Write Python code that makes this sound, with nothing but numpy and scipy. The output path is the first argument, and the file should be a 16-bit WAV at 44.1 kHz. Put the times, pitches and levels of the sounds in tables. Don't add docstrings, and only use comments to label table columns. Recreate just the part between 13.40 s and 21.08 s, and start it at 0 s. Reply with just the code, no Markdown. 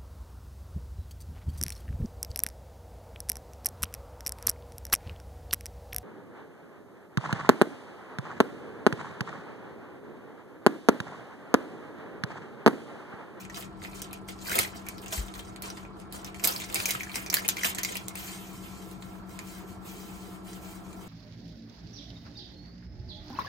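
import sys
import numpy as np
from scipy import signal
from scipy.fft import rfft, irfft, next_fast_len
from scipy.io import wavfile
from scipy.ndimage import uniform_filter1d, minimum_filter1d

SR = 44100
rng = np.random.default_rng(int(sys.argv[2]) if len(sys.argv) > 2 else 0)


def master_out(mix):
    frames = np.transpose(np.atleast_2d(mix))
    ceiling = np.clip(frames, -1, 1)
    pcm = np.round(ceiling * 32767).astype(np.int16)
    wavfile.write(sys.argv[1], SR, pcm)


def invert_db(x):
    u = np.asarray(x, float) / 20
    return 10 ** u


N = 338688
POUR_FROM_S = 4.78


def rms_one(x):
    return x / np.sqrt(np.mean(x ** 2) + 1e-20)


def in_time(rows):
    s, *columns = np.transpose(rows)
    return [np.interp(np.arange(N) / SR, s, c) for c in columns]


def at_hz(points, hz):
    point_hz, value = np.array(points)[:, 0], np.array(points)[:, 1]
    return np.interp(np.log(hz), np.log(point_hz), value)


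def drift(rate_hz):
    r = np.exp(-80 * np.pi * rate_hz / SR)
    white = rng.standard_normal(N // 40 + 2002)
    slow = signal.lfilter([1], [1, -2 * r, r * r], white)[2000:]
    return np.interp(np.arange(N) / 40, np.arange(len(slow)), rms_one(slow))


def ring(clicks, hz, t60):
    r, w = invert_db(-60 / (t60 * SR)), 2 * np.pi * hz / SR
    return signal.lfilter([0, np.sin(w)], [1, -2 * r * np.cos(w), r * r], clicks + 1e-18)


def band(x, low_hz, high_hz):
    edges = [low_hz, min(high_hz, .45 * SR)]
    return signal.sosfilt(signal.butter(2, edges, "band", fs=SR, output="sos"), x)


def stereo_bands(size, low_hz, likeness):
    edges = low_hz * 2 ** np.arange(0, np.log2(17000 / low_hz) + .5, .5)
    white = rng.standard_normal((2, 2, size))
    for k, (low, high) in enumerate(zip(edges, edges[1:])):
        mid, side = band(white[k % 2], low, high)
        hz = np.sqrt(low * high)
        alike = np.clip(at_hz(likeness, hz), -1, 1)
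        yield hz, np.sqrt(1 + alike) * mid + np.sqrt(1 - alike) * side * [[1], [-1]]


def panned(x, db):
    return x * np.array([invert_db(db / 2), invert_db(-db / 2)]).reshape(2, -1)


# frequency in Hz, level in dB per Hz.
FAN_SPECTRUM = [(30, 6.5), (50, 1), (90, 1.5), (130, 0.5), (170, -2.5), (250, -5.5), (370, -1), (560, -31),
                (720, -10), (1200, -11), (1500, -17.5), (1900, -28.5), (4000, -27), (9000, -86),
                (16000, -93)]
# frequency in Hz, likeness from -1 to 1.
FAN_LIKENESS = [(40, 0.98), (90, 0.89), (150, 0.84), (280, 0.82), (500, 0.28), (1000, 1), (2380, -0.45),
                (8000, -0.1)]
# frequency in Hz, left over right in dB.
FAN_BALANCE = [(60, 2), (180, 2.5), (300, 3), (550, -8.5), (1200, -0.5), (4970, -1), (15000, -2)]


def fan():
    out = 0
    for hz, pair in stereo_bands(N, 26.97, FAN_LIKENESS):
        lean_db = at_hz(FAN_BALANCE, hz) / 2
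        flicker_db = 2.14 * drift(25.0)
        out = out + pair * invert_db(at_hz(FAN_SPECTRUM, hz) + flicker_db) * invert_db([[lean_db], [-lean_db]])
    return invert_db(-47.5) * rms_one(out)


# frequency in Hz, width in Hz, rms level in dB.
DUCTS = [(399, 27, -70.5), (713.8, 39, -58), (1026, 9.9, -62.5), (1160, 8.7, -90), (1250, 8.4, -75),
         (2230, 24, -72)]


def ducts():
    white = rng.standard_normal((2, N))
    sung = sum(invert_db(db) * rms_one(ring(white, hz, 2.7 / width_hz)) for hz, width_hz, db in DUCTS)
    return np.array([0.59 * sung[0] + .5 * sung[1], 0.69 * sung[1] - 0.064 * sung[0]])


# frequency in Hz, left in dB, right in dB, left lead in radians.
MOTOR_TONES = [(191.9, -47, -53, -1.1), (319.6, -55, -57, .1), (335.85, -63, -63, -.1),
               (671.7, -67, -67, .6), (1343.2, -64, -61, .5)]
# time in seconds, left in dB, right in dB, left lead in radians.
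SECOND_MOTOR = [(0, -52, -63, 3.6), (1.3, -53, -66, 3.4), (2.9, -57, -59, 3.0), (3.7, -55, -57, 1.7),
                (4.5, -49.5, -56, 1.1), (5.3, -47.5, -55, .8), (7.68, -47, -54.5, .6)]


def motors():
    first_throb_s, second_hz = .049, 182.62
    t = np.arange(N) / SR - first_throb_s
    out = np.zeros((2, N))
    for hz, left_db, right_db, lead in [*MOTOR_TONES, (second_hz, *in_time(SECOND_MOTOR))]:
        phase = 2 * np.pi * hz * t
        sway = np.sqrt(2) * invert_db(.4 * drift(.6))
        out += sway * [invert_db(left_db) * np.cos(phase), invert_db(right_db) * np.cos(phase - lead)]
    return out


BUMP_S = [1.772, 1.812, 1.945, 1.724, 1.112, 1.175, 1.19]
# frequency in Hz, peak in dB, t60 in seconds.
BUMP_RINGS = [
    (57.4, -22, 0.16),
    (50, -29, 0.15),
    (53.3, -39, 0.18),
    (650, -37.5, 0.15),
    (89, -40.5, 0.078),
    (378, -31, 0.12),
    (101, -32, 0.064),
]


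def bumps():
    out = np.zeros(N)
    for s, (hz, db, t60) in zip(BUMP_S, BUMP_RINGS):
        push = np.hanning(round(.5 * SR / hz))
        rung = ring(np.pad(push, (0, SR // 2)), hz, t60)
        i = round(s * SR)
        out[i:i + len(rung)] += invert_db(db) * rung / np.abs(rung).max()
    return panned(out, 3.0)


# frequency in Hz, likeness from -1 to 1.
ECHO_LIKENESS = [(300, .2), (700, -.7), (1500, -.5), (3000, -.1), (6500, .6), (15000, .75)]
# frequency in Hz, t60 in seconds.
KITCHEN_T60 = [(300, 0.022), (2000, 0.23), (6000, 0.11), (15000, 0.0098)]


def echo_pattern():
    t = np.arange(round(.4 * SR)) / SR
    onset = np.clip((t - .0015) / 0.000073, 0, 1)
    bands = stereo_bands(len(t), 249.4, ECHO_LIKENESS)
    tail = onset * sum(pair * invert_db(-60 * t / at_hz(KITCHEN_T60, hz)) for hz, pair in bands)
    tail = tail + 1.8 * tail * np.exp(-t / .006)
    return tail / np.sqrt(np.sum(tail ** 2) / 2)


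def kitchen(x):
    place = (np.arange(N) // round(.06 * SR)) % 4
    out = 0
    for k in range(4):
        here = (x * (place == k))[None]
        out = out + signal.fftconvolve(here, echo_pattern(), axes=1)[:, :N]
    return out


# peak in seconds, crackle in dB, rise
# in ms over 20 dB, fall in ms over 20 dB.
SQUEEZES = [(.01, -47.5, 96, 63), (0.171, -44, 65, 115), (.44, -50, 56, 114), (.56, -49.5, 130, 104),
            (.625, -50, 40, 82), (.735, -53.5, 28, 77), (0.886, -42.5, 14, 48), (1.02, -55, 50, 55),
            (1.11, -38.5, 106, 122), (1.188, -32, 134, 99), (1.36, -50, 69, 85), (1.49, -51.5, 72, 87),
            (1.64, -50, 110, 114), (1.731, -36.5, 30, 120), (1.86, -53, 37, 85), (1.95, -49.5, 27, 188),
            (2.13, -64, 500, 102), (2.232, -46, 13, 173), (2.379, -55, 40, 111), (2.605, -57.5, 51, 61),
            (2.736, -46.5, 27, 110), (2.86, -48, 16, 63), (2.96, -55.5, 58, 80),
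            (3.045, -33.5, 25, 40), (3.079, -37, 46, 120), (3.167, -46, 47, 48), (3.2, -44, 200, 170),
          (3.35, -39, 70, 280), (3.481, -39.5, 52, 163), (3.62, -50.5, 81, 210), (3.76, -41, 76, 140),
          (3.929, -37, 12, 40), (3.945, -36.5, 37, 112), (4.02, -51, 40, 180), (4.09, -44.5, 23, 160),
          (4.19, -42.5, 59, 28), (4.249, -34, 44, 102), (4.389, -36.5, 24, 13), (4.448, -44.5, 100, 300),
          (4.559, -43, 160, 36), (4.69, -53, 30, 48)]
# start in seconds, crackle in dB, seconds sliding.
SHAKES = [(4.78, -44.5, 0.15), (4.879, -49.5, 0.3), (5.231, -52.5, 0.3), (5.619, -59, 0.15),
          (5.901, -55.5, 0.16), (6.078, -52, 0.11), (6.28, -56.5, 0.037), (6.461, -51, 0.35),
          (6.822, -56.5, 0.13), (7.07, -53.5, 0.095), (7.231, -53, 0.13), (7.45, -59, 0.13),
          (7.61, -58, .1)]


def effort():
    settle_power = 1.29
    rise_db_per_s, sag_db_per_s, fall_db_per_s = 380, 18, 192
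    t = np.arange(0, N, 32) / SR
    squeeze, slide = 0, 0
    for s, db, rise_ms, fall_ms in SQUEEZES:
        before = np.maximum(s - t, 0) * 1000 / rise_ms
        after = np.maximum(t - s, 0) * 1000 / fall_ms
        squeeze = squeeze + invert_db(db - 20 * (before + after ** settle_power)) ** 2
    for s, db, length in SHAKES:
        rise_db = rise_db_per_s * np.maximum(s - t, 0)
        sag_db = sag_db_per_s * np.clip(t - s, 0, length)
        fall_db = fall_db_per_s * np.maximum(t - s - length, 0)
        slide = slide + invert_db(db - rise_db - sag_db - fall_db) ** 2
    return [np.interp(np.arange(N) / SR, t, np.sqrt(power)) for power in (squeeze, slide)]


def crackle(pitches, per_s, spread_db, cycles):
    pouring = np.arange(N) > POUR_FROM_S * SR
    evenness, crowd = np.where(pouring, .45, 1), np.where(pouring, 4, 1)
    sizes_db = evenness * spread_db * np.minimum(rng.exponential(1, N), 4)
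    sizes = invert_db(sizes_db) * rng.choice([-1, 1], N)
    born = rng.random(N) < crowd * per_s * invert_db(5 * evenness * drift(30)) / SR
    dealt = rng.integers(0, len(pitches), N)
    out = 0
    for k, hz in enumerate(pitches):
        rung = ring(sizes * born * (dealt == k), hz, cycles / hz)
        out = out + hz ** 0.81 * panned(rung, rng.normal(0, 2.5))
    return rms_one(out)


def handling():
    squeeze, slide = effort()
    pouring = np.arange(N) > POUR_FROM_S * SR
    still_db = -84
    crackle_db = 10 * np.log10(squeeze ** 2 + slide ** 2 + invert_db(still_db) ** 2)
    body_db = np.where(pouring, -6, -5.5) + 0.022 * (crackle_db + 50)
    seed_db = np.where(pouring, 1, -1.5) + np.where(pouring, 0.067, 0.6) * (crackle_db + 50)
    film_db = np.where(pouring, -2.0, 0)
    body = crackle([1600, 2100, 2200, 2550, 3000], 400, spread_db=5, cycles=13)
    film_hz = [3250, 4100, 4650, 5300, 6600, 7300, 7900, 8500, 8800, 9100]
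    film = crackle(film_hz, 1500, spread_db=4.2, cycles=11)
    seed_hz = [10300, 11600, 12500, 13100, 13800, 14600, 15600]
    seeds = crackle(seed_hz, 2400, spread_db=4, cycles=12)
    fine = invert_db(body_db) * body + invert_db(film_db) * film + invert_db(seed_db) * seeds
    rub = crackle(np.geomspace(250, 1300, num=6), 700, spread_db=3.5, cycles=7.2)
    rub = band(rub, 138, 2000) * [[.8], [1.15]]
    resting = invert_db(np.where(pouring, -54, -48.5))
    drag = np.hypot(resting, invert_db(3) * squeeze)
    return invert_db(crackle_db - 5) * fine + invert_db(-7.0) * drag * rub


# time in seconds, peak in dB, ring in Hz.
POPS = [(1.084, -16, 1560), (1.103, -14, 1450), (1.1183, -11, 1610), (1.1302, -14, 2180),
        (1.142, -17, 1900), (1.1548, -25, 2150), (1.1824, -11, 2180), (1.1887, -5, 2150),
        (1.214, -24, 2580), (1.2316, -21.5, 2150), (1.2486, -17, 1980), (3.043, -12.5, 2380),
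        (3.0674, -31, 2320), (3.2244, -36, 2200), (3.2374, -26, 2230), (3.306, -36, 2290),
        (3.3553, -15, 2380), (3.3638, -14, 2250), (3.4007, -20, 1320), (3.4022, -15, 2580),
        (3.4565, -8, 2430), (3.491, -12, 2230), (3.4989, -20, 2220), (3.5074, -37, 2250),
        (3.5134, -30, 2180), (3.5487, -13, 1290), (3.6064, -20, 2230), (3.67, -22, 1720),
        (3.716, -27, 1350), (3.746, -28, 2510), (3.9365, -29, 2540), (3.9425, -12, 1830),
        (3.9693, -11.5, 1660), (3.986, -15, 1860), (4.047, -25, 2200), (4.1829, -15.5, 2240),
        (4.2128, -25, 2180), (4.2341, -8.5, 1900), (4.372, -28, 1840), (4.3844, -15, 1750),
        (4.5044, -38, 2850)]


def pops():
    push_s, t60_s = 0.0011, 0.0098
    out, t = np.zeros((2, N + 1024)), np.arange(1024) / SR
    for (s, db, hz), side in zip(POPS, rng.standard_normal(len(POPS))):
        pop = (1 - np.exp(-t / push_s)) * invert_db(-60 * t / t60_s) * np.sin(2 * np.pi * hz * t)
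        i = round(s * SR)
        out[:, i:i + len(t)] += panned(invert_db(db - 12) * pop / np.abs(pop).max(), 0.97 * side)
    return out[:, :N]


# time in seconds, peak in dB,
# ring in Hz, low ring in dB beside the peak.
SNAPS = [(0.0508, -34.5, 2500, 8), (0.0984, -35.5, 6350, 7), (0.1447, -31, 4700, -22),
         (0.17, -34, 5950, -32), (0.2239, -36.5, 3680, -4), (0.4186, -40, 4400, 8),
         (0.4492, -34.5, 2410, 11), (0.4385, -33, 4470, -3), (0.532, -44, 4800, 9),
         (0.6185, -21, 9150, -17), (0.7103, -38.5, 3900, 0), (0.7305, -23, 11100, -5.5),
         (0.8876, -33, 4650, 5), (0.9892, -42, 4700, -15.5), (1.0126, -56, 4750, -27),
         (1.0128, -60, 4680, 10), (1.0508, -30, 11400, -14), (1.0553, -41, 4690, -10),
           (1.0687, -27, 5040, 2), (1.0953, -24, 7850, 0), (1.1157, -22, 2400, -4),
           (1.155, -14, 10700, -3.5), (1.1893, -7, 5000, -9.5), (1.2313, -25, 2630, -19),
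           (1.2483, -34, 4170, -8), (1.4658, -30.5, 10500, 1), (1.4865, -21.5, 10700, -6),
           (1.5813, -34, 5600, -9), (1.6604, -31, 2900, -10), (1.682, -32, 7100, -18),
           (1.7248, -24, 3500, -23), (1.7781, -28, 7900, -1), (1.8827, -36, 3720, -9),
           (1.9395, -31.5, 4230, -28), (1.9933, -30, 3460, -18), (2.1613, -33, 4360, -1),
           (2.2217, -24, 10600, -16), (2.258, -38, 5840, -21), (2.3017, -29, 6100, -2),
           (2.3717, -34, 4800, 0), (2.4505, -49, 2580, 11), (2.6, -38, 9600, -26),
           (2.7248, -26, 11200, -29), (2.8462, -25, 5850, -15), (2.9449, -32, 2500, 2),
           (2.9967, -32, 2700, -6),
         (3.0395, -14, 7500, -24), (3.0438, -11.5, 9050, -12), (3.0732, -11.5, 11700, -21),
             (3.1625, -23.5, 5030, -15), (3.2012, -24, 3400, -16), (3.2189, -25, 3530, 3),
             (3.2995, -27.5, 2700, -23), (3.3265, -26, 4520, -17), (3.3443, -13.5, 10900, -16),
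             (3.4015, -21, 4800, -19), (3.4567, -11.5, 6560, -14), (3.4672, -37, 8900, -16),
             (3.4895, -19.5, 11700, -8), (3.4985, -29, 11000, -12), (3.5072, -11, 6860, -0.5),
             (3.551, -31, 2960, 9), (3.607, -34.5, 2650, 10), (3.6005, -31, 6400, 0),
             (3.6328, -25.5, 6300, 1.5), (3.7167, -36, 4400, -3), (3.6951, -37, 2440, 12.5),
             (3.7432, -27, 2380, -19), (3.7568, -13.5, 2330, -24), (3.8626, -25, 5970, -0.5),
         (3.9007, -16, 6200, -9), (3.9287, -19, 7110, 3.5), (3.9325, -28, 10500, -10),
            (3.9412, -9, 12000, -7), (3.9686, -15, 4860, -4.5), (4.048, -29, 2580, 3),
            (4.0804, -13, 10700, -13), (4.0879, -9, 6880, -15.5), (4.1685, -25, 6230, 4),
            (4.181, -33, 2410, -12), (4.2111, -28, 2600, -2), (4.234, -16.5, 6400, -3),
            (4.246, -12, 2800, -47), (4.3486, -21, 7760, -8), (4.3848, -19.5, 6750, 3),
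            (4.4325, -13.5, 6400, -8.5), (4.4484, -16.5, 7300, 2), (4.5049, -36, 8640, -12),
            (4.5223, -28, 7040, -3), (4.5548, -19.5, 2800, -9), (4.569, -18.5, 10900, -19),
            (4.683, -18, 8200, -16), (4.7548, -22.5, 8400, -4),
         (5.231, -49, 9060, -15), (5.513, -36.5, 9200, -16), (5.6234, -34.5, 4120, -4),
           (5.894, -44, 7600, -10), (5.99, -38, 7150, -8), (5.9906, -26.5, 7600, 1),
           (7.0489, -55, 7050, -8), (7.1318, -33, 7400, -8), (7.232, -53, 8310, -10),
           (7.5297, -41, 8700, -6),
         (1.1835, -18, 5030, -1), (1.193, -34, 4340, -11), (1.198, -31, 8100, -16),
            (1.2165, -44, 4500, -14), (3.047, -14, 9050, -24), (3.0505, -10, 8050, -28),
            (3.082, -17, 4940, -15), (3.0885, -22.5, 4000, -33), (3.1215, -28, 5700, -20),
            (3.239, -32, 6200, 3), (3.3575, -17, 4700, -9), (3.4995, -21, 6400, 4), (3.993, -25, 5900, 2),
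            (4.251, -18.5, 6240, -25), (4.259, -29, 3560, -29)]


def snaps():
    rows = SNAPS
    size = 1024
    aftershocks_per_s, aftershock_size, aftershock_s = 800.0, 0.33, 0.0077
    flip_rise_s, flip_s = 0.00019, .00025
    out, age = np.zeros((2, N + size)), np.arange(size) / SR
    struck = rng.random((len(rows), size)) < aftershocks_per_s / SR
    kicks = struck * rng.random((len(rows), size)) * aftershock_size * np.exp(-age / aftershock_s)
    kicks[:, 0] = 1
    force = signal.lfilter([1], [1, -np.exp(-1 / (flip_s * SR))], kicks)
    force = force * np.minimum(age / flip_rise_s + .2, 1)
    chance = rng.standard_normal((len(rows), 2))
    noise = rng.standard_normal((len(rows), 3, 3, size))
    slips = (noise[:, :, :1] + .9 * noise[:, :, 1:]) * force[:, None, None]
    for (s, db, hz, low_db), slip, (shape, side) in zip(rows, slips, chance):
        patch = ring(slip[0], hz, 0.0031) + 2.85 * band(slip[0], 2880, 9100)
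        body = ring(slip[1], 2200 * invert_db(.7 * shape), .006) + 3 * band(slip[1], 1400, 3200)
        fizz = band(slip[2], 9800, 16000)
        thud = band(slip[1], 400, 1400)
        fizz_db = -5.5 + 3.5 * np.log2(hz / 5000) + 0.5036 * (db + 30.5)
        gains = invert_db([db + 4.5, db + low_db, db + fizz_db, db - 14.5])
        snap = sum(g * p / np.abs(p).max() for g, p in zip(gains, [patch, body, fizz, thud]))
        snap = snap * gains.max() / np.abs(snap).max()
        i = round(s * SR)
        out[:, i:i + size] += panned(snap, -.3 + 3.5 * side)
    return out[:, :N]


def ports(x):
    lag_s, lag_below_hz = .00045, 5000
    low = signal.sosfiltfilt(signal.butter(3, lag_below_hz, fs=SR, output="sos"), x[0])
    return np.array([x[0] - low + np.roll(low, round(lag_s * SR)), x[1]])


def scene():
    snap, pop, rustle = band(snaps(), 480, 17000), pops(), handling()
    sent = invert_db(-3) * snap.mean(axis=0) + invert_db(-8.5) * pop.mean(axis=0) + invert_db(2.5) * rustle[0]
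    packet = ports(snap + pop + rustle) + kitchen(sent)
    return packet + bumps() + motors() + fan() + ducts()


def starved(x):
    above_hz, ahead_s, rise_db, cut_db = 3000, .012, 15, -26
    treble = signal.sosfilt(signal.butter(2, above_hz, "high", fs=SR, output="sos"), x)
    power = uniform_filter1d(np.mean(treble ** 2, axis=0), size=96)
    level_db = 10 * np.log10(power + 1e-12)
    span = round(ahead_s * SR)
    coming_db = -minimum_filter1d(-level_db, size=span, origin=-(span // 2))
    share = np.clip((coming_db - level_db - rise_db) / 6, 0, 1)
    return x - (1 - invert_db(cut_db * uniform_filter1d(share, size=48))) * treble


# low edge in Hz, high edge in Hz, share of the time in crackle, share in even hiss.
DROPOUTS = [(9150, 10100, .45, .75), (10500, 10850, .06, .15), (11800, 12200, .1, .25),
            (12400, 12950, .22, .5), (12950, 13500, .2, .55), (13500, 14000, .08, .25),
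            (14000, 14700, .15, .25), (14700, 15100, .08, .12), (15400, 16300, .25, .25)]


def dropped(x):
    size = next_fast_len(N)
    spectrum, hz = rfft(x, size), np.arange(size // 2 + 1) * SR / size
    even, out = np.arange(N) > POUR_FROM_S * SR, x.copy()
    for low_hz, high_hz, share, even_share in DROPOUTS:
        luck = .5 + .5 * np.tanh(.85 * drift(7))
        off = uniform_filter1d(1. * (luck < np.where(even, even_share, share)), size=800)
        inside = (hz > low_hz) & (hz < high_hz)
        out -= off * irfft(spectrum * inside, size)[:, :N]
    return out


def low_pass(x):
    return signal.sosfilt(signal.butter(12, 16970, fs=SR, output="sos"), x)


# frequency in Hz, width in Hz, depth in dB.
TREBLE_DIPS = [(9650, 600, -5), (10850, 600, -3)]


def record(dry):
    x = signal.sosfilt(signal.butter(5, 41, "high", fs=SR, output="sos"), dry)
    for hz, width_hz, db in TREBLE_DIPS:
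        x = x - (1 - invert_db(db)) * signal.lfilter(*signal.iirpeak(hz, hz / width_hz, fs=SR), x)
    x = signal.sosfilt(signal.cheby2(16, 45, 16200, fs=SR, output="sos"), x)
    return low_pass(dropped(starved(x)))


dry = scene()
out = record(dry)
master_out(out)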